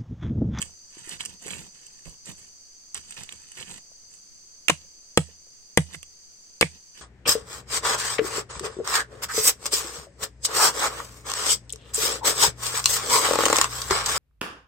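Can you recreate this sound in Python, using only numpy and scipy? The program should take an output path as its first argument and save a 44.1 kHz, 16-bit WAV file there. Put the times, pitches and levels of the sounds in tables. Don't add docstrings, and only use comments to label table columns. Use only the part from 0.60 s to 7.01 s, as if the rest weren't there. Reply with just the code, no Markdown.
import sys
import numpy as np
from scipy import signal
from scipy.fft import rfft, irfft
from scipy.io import wavfile
from scipy.ndimage import uniform_filter1d

SR = 44100
rng = np.random.default_rng(int(sys.argv[2]) if len(sys.argv) > 2 else 0)


def log_audio(samples):
    frames = np.atleast_2d(samples).T
    limited = np.clip(frames, -1, 1)
    pcm = np.round(limited * 32767).astype(np.int16)
    wavfile.write(sys.argv[1], SR, pcm)


N = 282681

# start_s, edge_db, crunch_db, crunch_decay_s, thud_db,
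# thud_pitch_ratio, boom_db, stone_hz, stone_db, left_right_db
IMPACTS = [(4.083, -9.5, -12.5, .002, -33, 1.3, -37, 2775, -15, -8),
           (4.096, -15, -10.5, 0.0012, -14, 1.3, -28, 2218, -18, -2),
           (4.1, -9.5, -15, 0.0022, -16, 1.4, -10.5, 1080, -12.5, 8),
           (4.5738, -5, -9, 0.002, -3, 1.0, -1, 1290, -5, 1),
           (5.1736, -2.5, -15.5, 0.0061, -4.5, .98, 2, 1996, -6.5, 3),
           (5.3448, -32, -36, 0.0044, -41.5, 0.82, -24, 2070, -34, -5),
           (6.0108, -3.5, -11.5, 0.0036, -13, 1, -20.5, 1560, -21, 7.5),
           (6.0220, -20, -21, 0.0013, -24, 0.92, -21, 1912, -25, -7.5),
           (6.026, -29.5, -10, 0.0011, -11.5, 1.0, -7, 2633, -22, -10)]
# freq_hz, left_right_db, left_lead_rad
SOIL_IMAGE = [(98.7, -14, 2), (450, -0.5, 0.5), (1250, -4.5, 1.6), (2000, -7, -1.5), (2820, -12.5, -5.5),
              (4750, 0, -1.5), (8820, -7, -2), (14400, 2.5, 3)]


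def chops(crunch_lag_s=.0007, thud_lag_s=.0017, soil_give_s=.00044):
    # freq_hz, density_db
    edge_spectrum = [(1000, -20.5), (2500, -1.5), (4000, -1.5), (5400, -7.5), (6900, -2.5), (8400, 1),
                     (9600, -5.5), (11000, -15), (13000, -19.5), (14800, -17), (16000, -32)]
    crunch_spectrum = [(100, -14.5), (500, -4), (900, -7.5), (1600, 5), (2700, 0.5), (3400, -2.5),
                       (4200, -22), (5500, -16.5), (9000, -31.5), (16000, -39.5)]
    # pitch_hz, level_db, t60_s
    earth_modes = [(149, -20.5, 0.073), (238.8, -8.5, .033), (342.4, -6.5, 0.029), (497, 5.5, 0.015),
                   (647, -8, 0.027), (800, -14, 0.042), (1360, -17.5, 0.0069)]
    # freq_hz, left_right_db, left_lead_rad
    chop_image = [(100, -3, 0.5), (450, 1.5, 0.5), (1417, 0.5, 0.5), (2800, -4, 2), (4300, 0, 4),
                  (5700, -3, 4.5), (9000, -2, 9), (15000, -1, 8)]
    out, t = np.zeros((2, N)), np.arange(SR // 2) / SR
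    for s, edge_db, crunch_db, decay_s, thud_db, ratio, boom_db, stone_hz, stone_db, side_db in IMPACTS:
        tick = amp(edge_db) * colour(burst(decay_s=.0013, rise_s=.00022), edge_spectrum)
        add(out, s, pan(side_db) * tick)
        crunch = amp(crunch_db) * colour(burst(decay_s, rise_s=.00055), crunch_spectrum)
        stone = ring(stone_hz, stone_db, t60_s=.021)
        add(out, s + crunch_lag_s, pan(side_db) * (crunch + stone))
        thud = sum(ring(hz * ratio, db + thud_db, t60_s) for hz, db, t60_s in earth_modes)
        add(out, s + thud_lag_s, -thud * (1 - np.exp(-t / soil_give_s)))
        add(out, s, amp(boom_db) * boom())
    return stereo(blade(out, ring_db=-22), chop_image)


def boom(size=22050):
    # pitch_hz, level_db, t60_s, delay_s, swell_s, left_right_db
    boom_modes = [(77, -33, .33, 0.006, 0.015, -13), (81, -22.5, 0.065, 0.0064, 0.0036, 3),
                  (142.4, 0.5, .075, 0.0066, 0.018, -3.5), (167, -46, 0.46, .01, .015, -1)]
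    out, t = np.zeros((2, size)), np.arange(size) / SR
    for hz, db, t60_s, delay_s, swell_s, side_db in boom_modes:
        onset = 1 - np.exp(-(t / swell_s) ** 2)
        add(out, delay_s, pan(side_db) * ring(hz, db, t60_s, sag=.25) * onset)
    return out


def blade(x, ring_db):
    # pitch_hz, level_db, t60_s
    steel_modes = [(1900, -39.5, 0.028), (3080, -39, 0.034), (3016, -24.5, .04), (6870, -32.5, 0.034),
                   (7300, -37.5, .03), (8500, -38.5, .05)]
    return x + amp(ring_db) * convolve(x, sum(ring(*mode) for mode in steel_modes))


def scraping(clod_lag_s=.0053):
    # start_s, swell_s, settle_s, length_s, level_db,
    # clods_relative_db, sand_relative_db, hum_db
    strokes = [(0.0, 0.0056, 0.031, 0.17, -44, -2, 1.5, -42), (0.253, .14, 0.14, .2, -55, -7, 2.5, -61.5),
               (0.438, 0.089, 0.032, 0.14, -40, -10.5, 1, -54),
               (0.592, .011, 0.027, 0.048, -37.5, -18, 0.5, -57),
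               (0.617, 0.046, 0.082, 0.15, -52, -2, -1.5, -51), (0.781, 0.14, 0.076, 0.31, -43, -2, 3, -47),
               (1.116, 0.03, 0.36, 0.33, -61, -6, 2.5, -73), (1.446, .01, 0.047, .11, -52, 1.5, 3.5, -49.5),
               (1.644, 0.044, 0.023, 0.12, -47, 1, 5.5, -54), (1.761, 0.02, 0.075, .15, -55, -8, 4.5, -59),
               (2.342, 0.011, 0.022, 0.11, -36.5, -12.5, -4, -53.5),
               (2.395, 0.087, 0.59, 0.8, -56, -11.5, 3, -61),
               (2.559, .018, 0.042, 0.085, -44, -5, -3.5, -49.5),
               (2.697, 0.032, 0.02, 0.053, -56.5, -1, -3, -52),
               (2.932, .075, 0.074, 0.11, -45.5, -4.5, -0.5, -54),
               (3.041, 0.059, 0.078, .15, -47, -4.5, 2.5, -49.5),
               (3.477, 0.064, 0.058, 0.12, -63.5, -8.5, 9, -68),
               (5.296, .05, .015, 0.069, -45.5, -2, 2, -42), (6.33, 0.049, 0.089, .2, -52, -7, -3, -67)]
    # freq_hz, density_db
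    grit_spectrum = [(300, -16), (800, -3.5), (1200, -3.5), (1800, 2.5), (2400, 0.5), (2950, 2),
                     (3600, -1.5), (5000, 3.5), (6200, 6.5), (9000, -23.5)]
    sand_spectrum = [(3000, -35.5), (5500, -1), (7000, 2), (8100, 3.5), (9300, -8), (10500, -17.5),
                     (12500, -24), (15000, -23), (16000, -44.5)]
    clod_spectrum = [(30, -15.5), (80, -12), (120, 2), (190, 6.5), (330, -3.5), (600, -6.5), (1000, -6.5),
                     (2000, -21.5)]
    clods, grit, sand, hum = np.zeros((4, N))
    for s, swell_s, settle_s, length_s, db, clods_db, sand_db, hum_db in strokes:
        grit += amp(db) * push(s, swell_s, settle_s, length_s)
        sand += amp(db + sand_db) * push(s, swell_s, settle_s * 1.1, length_s, power=1.1)
        clods += amp(db + clods_db) * push(s + clod_lag_s, swell_s, settle_s * 1.35, length_s)
        add(hum, s + swell_s, amp(hum_db) * ground_hum())
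    crackle = grains(rate_per_s=850, spread_db=4.8, rub=.28) * clumps(depth_db=1.8)
    rasp = amp(3) * colour(crackle * (grit + debris() + spray()), grit_spectrum)
    hiss = amp(2.5) * colour(crackle * (sand + spray()), sand_spectrum)
    rumble = amp(1) * colour(crackle * (clods + debris()), clod_spectrum)
    soil = rasp + hiss + rumble + pebbles()
    return stereo(blade(soil[None], ring_db=-28.5) + hum, SOIL_IMAGE)


def push(start_s, swell_s, settle_s, length_s=1, power=1.3, lift_s=.0066):
    t = np.arange(N) / SR - start_s
    contact = .5 - .5 * np.tanh((t - length_s) / (2 * lift_s))
    return contact * np.clip(t / swell_s, 0, 1) ** power * np.exp(-np.maximum(t - swell_s, 0) / settle_s)


def grains(rate_per_s, spread_db, rub, bands=9):
    octave = np.log2(np.clip(np.fft.rfftfreq(N, 1 / SR), 60, 15360) / 60)
    spectrum = 0
    for k in range(bands):
        strength = amp(spread_db * np.minimum(rng.exponential(1, N), 3.5))
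        clicks = strength * rng.choice([-1, 1], N) * (rng.random(N) < rate_per_s / SR)
        spectrum += rfft(unit(clicks)) * np.cos(np.pi / 2 * np.clip(octave - k, -1, 1))
    return unit(unit(irfft(spectrum, N)) + rub * rng.standard_normal(N))


def clumps(depth_db):
    return unit(amp(depth_db * unit(uniform_filter1d(rng.standard_normal(N), size=300))))


def spray(relative_db=-35):
    return sum(amp(relative_db + crunch_db) * push(s, swell_s=.012, settle_s=.016, power=.92)
               for s, _, crunch_db, *_ in IMPACTS)


def debris(relative_db=-56):
    return sum(amp(relative_db + thud_db) * push(s, swell_s=.12, settle_s=.042, power=1.7)
               for s, _, _, _, thud_db, *_ in IMPACTS)


def pebbles():
    # start_s, tick_db, clack_db
    hits = [(0.0167, -19.5, -26.5), (0.0248, -22, -25.5), (0.4924, -25, -43.5), (0.6065, -30, -25.5),
            (.651, -25.5, -39), (0.658, -22, -33.5), (0.865, -32.5, -41), (0.9059, -36.5, -29.5),
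            (0.934, -40, -28), (1.266, -37, -51), (1.494, -38, -51.5), (1.657, -34.5, -59),
            (2.3452, -22.5, -34.5), (2.3758, -28, -32), (2.508, -29, -44), (2.5228, -37, -36),
            (2.6342, -30.5, -58), (2.691, -34, -32.5), (2.7235, -31.5, -33.5), (2.918, -35, -43.5),
            (3.026, -39.5, -36), (5.4291, -29, -37)]
    # freq_hz, density_db
    tick_spectrum = [(2000, -21.5), (4500, 0), (6500, -0.5), (8200, 9.5), (10500, -16), (15000, -11.5),
                     (16000, -71)]
    clack_spectrum = [(150, -14.5), (700, -11.5), (1700, -5.5), (2900, 6), (3700, 2), (6000, -10.5),
                      (12000, -43)]
    out = np.zeros(N)
    for s, tick_db, clack_db in hits:
        click = burst(decay_s=.002, rise_s=.00014)
        add(out, s, amp(tick_db) * colour(click, tick_spectrum))
        add(out, s, amp(clack_db) * colour(click, clack_spectrum))
    return out


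def ground_hum(swell_s=.014, spread_db=2.5, size=22050):
    # pitch_hz, level_db, t60_s
    ground_modes = [(78, -2, 0.39), (107.5, -0.5, .2), (134.8, -5, 0.12), (192.3, 5, 0.072)]
    tones = sum(ring(hz, db + spread_db * rng.standard_normal(), t60_s) for hz, db, t60_s in ground_modes)
    return tones * (1 - np.exp(-np.arange(size) / SR / swell_s))


def bumps():
    # start_s, level_db, pitch_hz
    clod_falls = [(.37, -39.5, 324), (0.475, -37.5, 343), (0.861, -32.5, 417), (3.317, -47, 647),
                  (4.247, -53, 550), (4.688, -44, 445), (4.868, -52, 522)]
    # start_s, level_db
    log_bumps = [(1.459, -49), (1.478, -39)]
    # pitch_hz, level_db, t60_s
    log_modes = [(47.27, -1.5, 0.1), (99.5, -4.5, 0.056), (166, -1.5, 0.096), (231, -6, .025),
                 (596, -4, .018)]
    out = np.zeros(N)
    for s, db, hz in clod_falls:
        add(out, s, ring(hz, db, t60_s=.026))
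    for s, db in log_bumps:
        add(out, s, amp(db) * sum(ring(*mode) for mode in log_modes))
    return stereo(out[None], SOIL_IMAGE)


def surroundings(x, near_db=-7.5, far_db=-14, move_s=.06, patches=5):
    # freq_hz, t60_s
    near_decay = [(100, 0.0023), (900, 0.0096), (2500, 0.012), (15000, 0.0077)]
    far_decay = [(100, 0.11), (500, 0.12), (1300, 0.11), (2600, 0.15), (8000, 0.24), (11000, .13),
                 (15000, .15)]
    place = np.arange(N) / SR / move_s
    near = 0
    for k in range(patches):
        crossfade = np.cos(np.pi / 2 * np.clip((place - k + 1) % patches - 1, -1, 1))
        near += convolve(x * crossfade, reflections(near_decay, build_s=.0011))
    far = convolve(x, pan(-.26) * reflections(far_decay, build_s=.0025))
    return amp(near_db) * near + amp(far_db) * far


def reflections(decay, build_s, rate_per_s=6000, size=16384):
    taps = rng.standard_normal((2, size)) * (rng.random((2, size)) < rate_per_s / SR)
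    hz, t, bands = signal.stft(taps, SR, nperseg=64)
    bands = bands * amp(-60 * t / lookup(decay, hz)[:, None])
    tail = signal.istft(bands, SR)[1][:, :size]
    tail *= 1 - np.exp(-(np.arange(size) / SR / build_s) ** 2)
    return tail / np.linalg.norm(tail, axis=1, keepdims=True)


def cicadas(fade_db_per_s=-.19):
    # centre_hz, half_width_hz, level_db, pulse_hz, depth_ratio
    groups = [(4744, 320, -55.5, 36, 0.2), (6153, 283, -52, 34, 0.1), (6736, 120, -63.5, 710, 0.4),
              (7480, 350, -63.5, 141, 0), (8920, 820, -68.5, 63, .2)]
    hz, t, out = np.fft.rfftfreq(N, 1 / SR), np.arange(N) / SR, np.zeros((2, N))
    for centre_hz, half_width_hz, db, pulse_hz, depth in groups:
        passband = np.exp(-.5 * abs((hz - centre_hz) / half_width_hz) ** 3)
        buzz = irfft(rfft(rng.standard_normal((2, N))) * passband, N)
        drift = unit(uniform_filter1d(rng.standard_normal((2, N)), size=6000))
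        throb = 1 + depth * np.sin(2 * np.pi * np.cumsum(pulse_hz * (1 + .15 * drift), axis=1) / SR)
        out += amp(db) * unit(buzz * throb)
    return out * amp(fade_db_per_s * t)


def forest_air(level_db=-59):
    # freq_hz, density_db
    air_spectrum = [(15, 15), (35, 0.5), (70, -0.5), (180, -3.5), (450, -6.5), (1000, -12.5), (2800, -12.5),
                    (3800, -13.5), (8000, -10.5), (11000, -21.5), (16000, -21.5)]
    # freq_hz, left_right_db
    air_balance = [(60, -1), (400, -1.5), (1300, -4), (2400, -5.5), (4400, -2), (15000, 0)]
    hz = np.fft.rfftfreq(N, 1 / SR)
    gain = amp(lookup(air_spectrum, hz)) * pan(lookup(air_balance, hz))
    return amp(level_db) * unit(irfft(rfft(rng.standard_normal((2, N))) * gain, N))


def ring(hz, db, t60_s, sag=0, relax_s=.025, size=22050):
    t = np.arange(size) / SR
    cycles = hz * (t + sag * relax_s * (1 - np.exp(-t / relax_s)))
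    return amp(db - 60 * t / t60_s) * np.sin(2 * np.pi * cycles)


def burst(decay_s, rise_s, size=22050):
    t = np.arange(size) / SR
    shape = (1 - np.exp(-(t / rise_s) ** 2)) * np.exp(-t / decay_s)
    shape /= shape.max()
    return unit(shape * rng.standard_normal(size)) * np.sqrt(np.mean(shape ** 2))


def stereo(x, image, in_phase_hz=60):
    hz = np.fft.rfftfreq(2 * N, 1 / SR)
    lead_rad = lookup(image, hz, column=2) * np.tanh(hz / in_phase_hz)
    gain = pan(lookup(image, hz)) * np.exp(1j * np.array([[.5], [-.5]]) * lead_rad)
    return irfft(rfft(x, 2 * N) * gain)[:, :N]


def colour(x, spectrum, size=4096):
    gain = unit(amp(lookup(spectrum, abs(np.fft.fftfreq(size, 1 / SR)))))
    response = np.fft.ifft(np.exp(np.conj(signal.hilbert(np.log(gain))))).real
    return convolve(x, response[:size // 2])[0]


def convolve(x, response):
    return signal.fftconvolve(np.atleast_2d(x), np.atleast_2d(response), axes=1)[:, :x.shape[-1]]


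def lookup(table, hz, column=1):
    columns = np.transpose(table)
    return np.interp(np.log(hz + 1), np.log(columns[0] + 1), columns[column])


def add(mix, start_s, sound):
    part = mix[..., max(round(start_s * SR), 0):][..., :sound.shape[-1]]
    part += sound[..., :part.shape[-1]]


def pan(db):
    return amp(np.array([[.5], [-.5]]) * db)


def amp(db):
    return 10 ** (np.asarray(db) / 20)


def unit(x):
    return x / np.sqrt(np.mean(x ** 2) + 1e-20)


def scene():
    work = chops() + scraping() + bumps()
    return work + surroundings(work) + cicadas() + forest_air()


def record(dry, threshold_db=-14, recovery_db_per_s=28, squeeze=.24, cutoff_hz=15900):
    power_db = 10 * np.log10(abs(uniform_filter1d((dry ** 2).mean(0), size=130)) + 1e-12)
    fall_db = np.arange(N) * recovery_db_per_s / SR
    over_db = np.maximum.accumulate(np.maximum(power_db - threshold_db, 0) + fall_db) - fall_db
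    ducked = dry * amp(-squeeze * uniform_filter1d(over_db, size=90))
    rounded = ducked / (1 + ducked ** 6) ** (1 / 6)
    lowpass = signal.firwin(255, cutoff_hz, window=("kaiser", 9), fs=SR)
    return signal.oaconvolve(rounded, lowpass[None], "same")


dry = scene()
out = record(dry)
log_audio(out)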